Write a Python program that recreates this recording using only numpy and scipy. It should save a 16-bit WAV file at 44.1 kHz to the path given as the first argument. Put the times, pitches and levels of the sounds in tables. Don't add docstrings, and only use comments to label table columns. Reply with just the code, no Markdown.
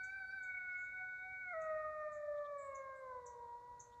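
import sys
import numpy as np
from scipy import signal
from scipy.fft import rfft, irfft, next_fast_len
from scipy.io import wavfile
from scipy.ndimage import map_coordinates

SR = 44100
rng = np.random.default_rng(int(sys.argv[2]) if len(sys.argv) > 2 else 0)


def inscribe(sig):
    pcm = np.round(np.clip(np.atleast_2d(sig).T, -1, 1) * 32767)
    wavfile.write(sys.argv[1], SR, pcm.astype(np.int16))


N = 176400

WOODS_DECAY = [(300, 0.41), (700, 3.43), (1500, 2.1), (2300, 2.22), (4000, 0.19), (8000, 0.6)]

HOWL_PITCH = [(0.0, 749.7), (0.15, 776), (0.25, 759), (0.35, 774), (0.42, 750.5), (0.75, 731.7),
              (0.95, 744.0), (1.15, 741.4), (1.3, 749.4), (1.41, 749.1), (1.47, 731.3), (1.528, 708.9),
              (1.542, 646), (1.75, 622.2), (1.95, 616.1), (2.2, 595.2), (2.48, 582.3), (2.72, 545.3),
              (3.0, 528.7), (3.25, 486.5), (3.45, 472.5), (3.55, 477.2), (3.68, 486.8), (3.8, 481.0),
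              (4.0, 479.4)]
HOWL_JITTER = [(0, .0045), (.4, .004), (.6, .0012), (2, .0014), (3, .0025), (3.3, .006), (3.6, .0018),
               (4, .0012)]
HOWL_FLUTTER = [(0, 3.4), (.52, 3), (.65, 1.2), (1.4, 1), (1.7, .4), (2.35, .4), (2.55, 1.5), (3.05, .9),
                (3.27, 2.4), (3.55, .6)]
# t/s, level/dB
HARMONIC_1 = [(0, -65), (.66, -67), (.88, -79), (1.02, -54.5), (1.16, -67), (1.25, -55), (1.42, -66),
              (1.56, -44.5), (1.7, -38), (1.84, -42), (1.94, -41), (2.12, -46), (2.31, -39.5), (2.41, -46),
              (2.65, -51), (3.2, -55), (3.4, -62), (4, -70)]
HARMONIC_2 = [(0, -46.5), (1.1, -46.5), (1.25, -52), (1.5, -47), (1.95, -45.5), (2.17, -56), (2.29, -60),
              (2.42, -50), (2.93, -51), (3, -57), (3.11, -46), (3.28, -56), (3.5, -50.5), (3.78, -59),
              (4, -61)]
HARMONIC_3 = [(0, -53.5), (.28, -63), (0.579, -46.5), (1.151, -53), (1.501, -50.5), (2.05, -55.5),
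              (2.199, -57), (2.68, -65.5), (2.85, -61.5), (3.12, -61.5), (3.23, -78), (4, -81)]
HARMONIC_4 = [(0, -105), (1.518, -105), (1.639, -72), (2.099, -72.5), (2.35, -84.5), (2.55, -71.5),
              (2.72, -61.5), (3.199, -76), (4, -75.5)]
HARMONIC_5 = [(0, -79), (.36, -79), (0.6, -85), (1.252, -82.5), (1.597, -112), (2.5, -112), (2.72, -81.5),
              (3, -104)]
HARMONIC_6 = [(0, -73), (.36, -73), (.6, -94), (1.7, -93), (2.2, -108)]
SHEEN_ENVELOPE = [(0, -99), (.4, -98.5), (1.4, -104), (1.6, -120)]
SHEEN_HARMONICS = [(7, -7), (10, 2), (11, 5), (13, 1), (14, -1.5)]
RASP_ENVELOPE = [(.5, -97), (.6, -72.5), (.68, -79.5), (.84, -72), (.92, -105)]

RUMBLE_EQ = [(20, -39.5), (40, -12.5), (68, -3.5), (105, -8), (160, -15), (300, -22.5), (600, -18),
             (1200, -40.5), (3000, -59)]
RUMBLE_ENVELOPE = [(0, -73.5), (1.3, -74), (1.65, -73), (1.9, -73.5), (2.6, -76.5), (3.6, -72.5), (4, -74)]
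RUMBLE_BUMPS = [(1.59, -85.5), (1.66, -73), (1.75, -73), (1.87, -72.5), (3.8, -94)]
HISS_EQ = [(100, -2.5), (500, -3), (800, -4.5), (1200, -7.5), (3000, -26.5), (3700, -9), (5000, -14.5),
           (7000, -13), (8200, -19.5), (9000, -25), (10000, -20), (13500, -27)]
MID_HISS_EQ = [(400, -13.5), (900, 5.5), (1400, 2.5), (2200, -8), (3200, -13.5), (5000, -23.5), (8000, -30)]
MID_HISS_ENVELOPE = [(0, -84.5), (1.3, -87), (1.7, -99.5), (2.4, -92), (2.9, -78.5), (3.25, -80.5),
                     (4, -78.5)]

CHIP_CUES = [(.032, -59, 6120), (0.426, -63.5, 6790), (1.61, -64.5, 6270), (2.124, -67.5, 6590),
             (2.746, -58.5, 5970), (3.257, -54.5, 6200), (3.794, -52, 6000)]
SLUR_CUES = [(.09, -84, 6050), (.3, -84, 5850), (.715, -85.5, 5520), (1.99, -87.5, 6080)]
LISP_CUES = [(0.774, 0.099, -77.5, 7160), (0.81, 0.049, -80, 6900), (2.118, 0.057, -75, 7030),
             (2.582, 0.055, -69, 7520), (2.645, 0.032, -71.5, 7650), (2.687, 0.036, -82, 7650),
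             (2.954, .05, -82, 7670)]
RUSTLE_CUES = [(2.379, -80.5), (2.459, -76.5), (3.935, -78.5)]
RUSTLE_EQ = [(1500, -34), (2900, -10), (3600, 6.5), (4400, -10.5), (5500, -14.5), (7500, -26),
             (10000, -27.5)]


def amp(db):
    return 10 ** (np.asarray(db) / 20)


def along(points, hz):
    f, v = np.transpose(points)
    return np.interp(np.log(hz + 1), np.log(f + 1), v)


def curve(points, t):
    return np.interp(t, *np.transpose(points))


def wobble(rate, t):
    at = (t - t[0]) * rate
    return map_coordinates(rng.standard_normal(8192), [at], mode="wrap")


def swells(cues, t, sigma_s):
    return sum(amp(db) * np.exp(-.5 * ((t - s) / sigma_s) ** 2) for s, db in cues)


def tone(hz):
    return np.sin(2 * np.pi * np.cumsum(hz) / SR)


def filtered(x, response):
    size = next_fast_len(N + SR // 2)
    return irfft(rfft(x, size) * response(np.fft.rfftfreq(size, 1 / SR)), size)[:N]


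def noise(eq):
    x = filtered(rng.standard_normal(N), lambda hz: amp(along(eq, hz)))
    return x / x.std()


def add(track, s, sound):
    part = track[max(0, round(s * SR)):][:len(sound)]
    part += sound[:len(part)]


def forest(x, trunks_db, trunks_t60, woods_db):
    hz, s, spectrum = signal.stft(rng.standard_normal(2 * SR), SR, nperseg=256)
    decay = amp(-60 * s / along(WOODS_DECAY, hz)[:, None])
    tail = signal.istft(spectrum * decay, SR, nperseg=256)[1]
    t = np.arange(len(tail)) / SR
    tail *= 1 - np.exp(-t / .013)
    scatter = rng.standard_normal(len(t)) * amp(-60 * t / trunks_t60)
    woods = amp(woods_db) * tail / np.linalg.norm(tail)
    trunks = amp(trunks_db) * scatter / np.linalg.norm(scatter)
    return x + signal.fftconvolve(x, woods + trunks)[:len(x)]


def coyote():
    lead_in = SR
    t = np.arange(-lead_in, N) / SR
    hz = curve(HOWL_PITCH, t) * (1 + curve(HOWL_JITTER, t) * wobble(100, t))
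    phase = 2 * np.pi * np.cumsum(hz) / SR
    envelopes = [HARMONIC_1, HARMONIC_2, HARMONIC_3, HARMONIC_4, HARMONIC_5, HARMONIC_6]
    levels = {k: curve(points, t) for k, points in enumerate(envelopes, 1)}
    levels.update({k: curve(SHEEN_ENVELOPE, t) + db for k, db in SHEEN_HARMONICS})
    voice = np.zeros(len(t))
    for k, db in levels.items():
        depth_db = curve(HOWL_FLUTTER, t) * (1 if k % 2 else .45)
        flutter_db = depth_db * wobble(80, t)
        shimmer_db = 1.3 * wobble(24, t)
        voice += amp(db + shimmer_db + flutter_db) * np.sin(k * phase)
    rasp = amp(curve(RASP_ENVELOPE, t)) * wobble(110, t) * np.sin(2.5 * phase)
    return forest(voice + rasp, trunks_db=-15, trunks_t60=.3, woods_db=-17)[lead_in:]


def air():
    t = np.arange(N) / SR
    sway_db = 1.2 * wobble(7.7, t)
    bumps = swells(RUMBLE_BUMPS, t, sigma_s=.031)
    rumble = (amp(curve(RUMBLE_ENVELOPE, t) + sway_db) + bumps) * noise(RUMBLE_EQ)
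    hiss = amp(-80) * noise(HISS_EQ)
    mid_hiss = amp(curve(MID_HISS_ENVELOPE, t)) * noise(MID_HISS_EQ)
    return rumble + hiss + mid_hiss


def bird_chips():
    top_hz, length_s, peak_s, shoulder = 7460, .019, .0094, amp(-9)
    track, t = np.zeros(N), np.arange(SR // 2) / SR
    envelope = np.interp(t, [0, .002, .73 * peak_s, peak_s, .76 * length_s, length_s],
                         [0, shoulder, shoulder, 1, shoulder, 0])
    for s, db, bottom_hz in CHIP_CUES:
        swoop_hz = np.interp(t, [0, peak_s, .72 * length_s], [top_hz, bottom_hz, top_hz])
        waver = 1 + .069 * np.tanh(wobble(900, t))
        chip = amp(db) * envelope * tone(swoop_hz * waver)
        add(track, s, forest(chip, trunks_db=1, trunks_t60=.22, woods_db=-10))
    return track


def bird_slurs():
    length_s, fall_hz_per_s = .029, 18000
    track, t = np.zeros(N), np.arange(SR // 8) / SR
    envelope = np.sin(np.pi * np.minimum(t / length_s, 1))
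    for s, db, start_hz in SLUR_CUES:
        glide_hz = start_hz - fall_hz_per_s * t
        waver = 1 + .045 * wobble(700, t)
        add(track, s, amp(db) * envelope * tone(glide_hz * waver))
    return forest(track, trunks_db=5, trunks_t60=.16, woods_db=-4)


def bird_lisps():
    fade_s = .002
    track, t = np.zeros(N), np.arange(SR // 2) / SR
    for s, length_s, db, hz in LISP_CUES:
        waver = 1 + .06 * np.tanh(2 * wobble(600, t))
        envelope = np.clip(np.minimum(t, length_s - t) / fade_s, 0, 1)
        add(track, s, amp(db) * envelope * tone(hz * waver))
    return forest(track, trunks_db=-4, trunks_t60=.23, woods_db=-19)


def rustles():
    t = np.arange(N) / SR
    return swells(RUSTLE_CUES, t, sigma_s=.011) * noise(RUSTLE_EQ)


def scene():
    return (coyote() + bird_chips() + bird_lisps() + bird_slurs() + rustles() + air())[None]


def record(dry):
    return filtered(dry[0], lambda hz: hz < 13750)[None]


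dry = scene()
out = record(dry)
inscribe(out)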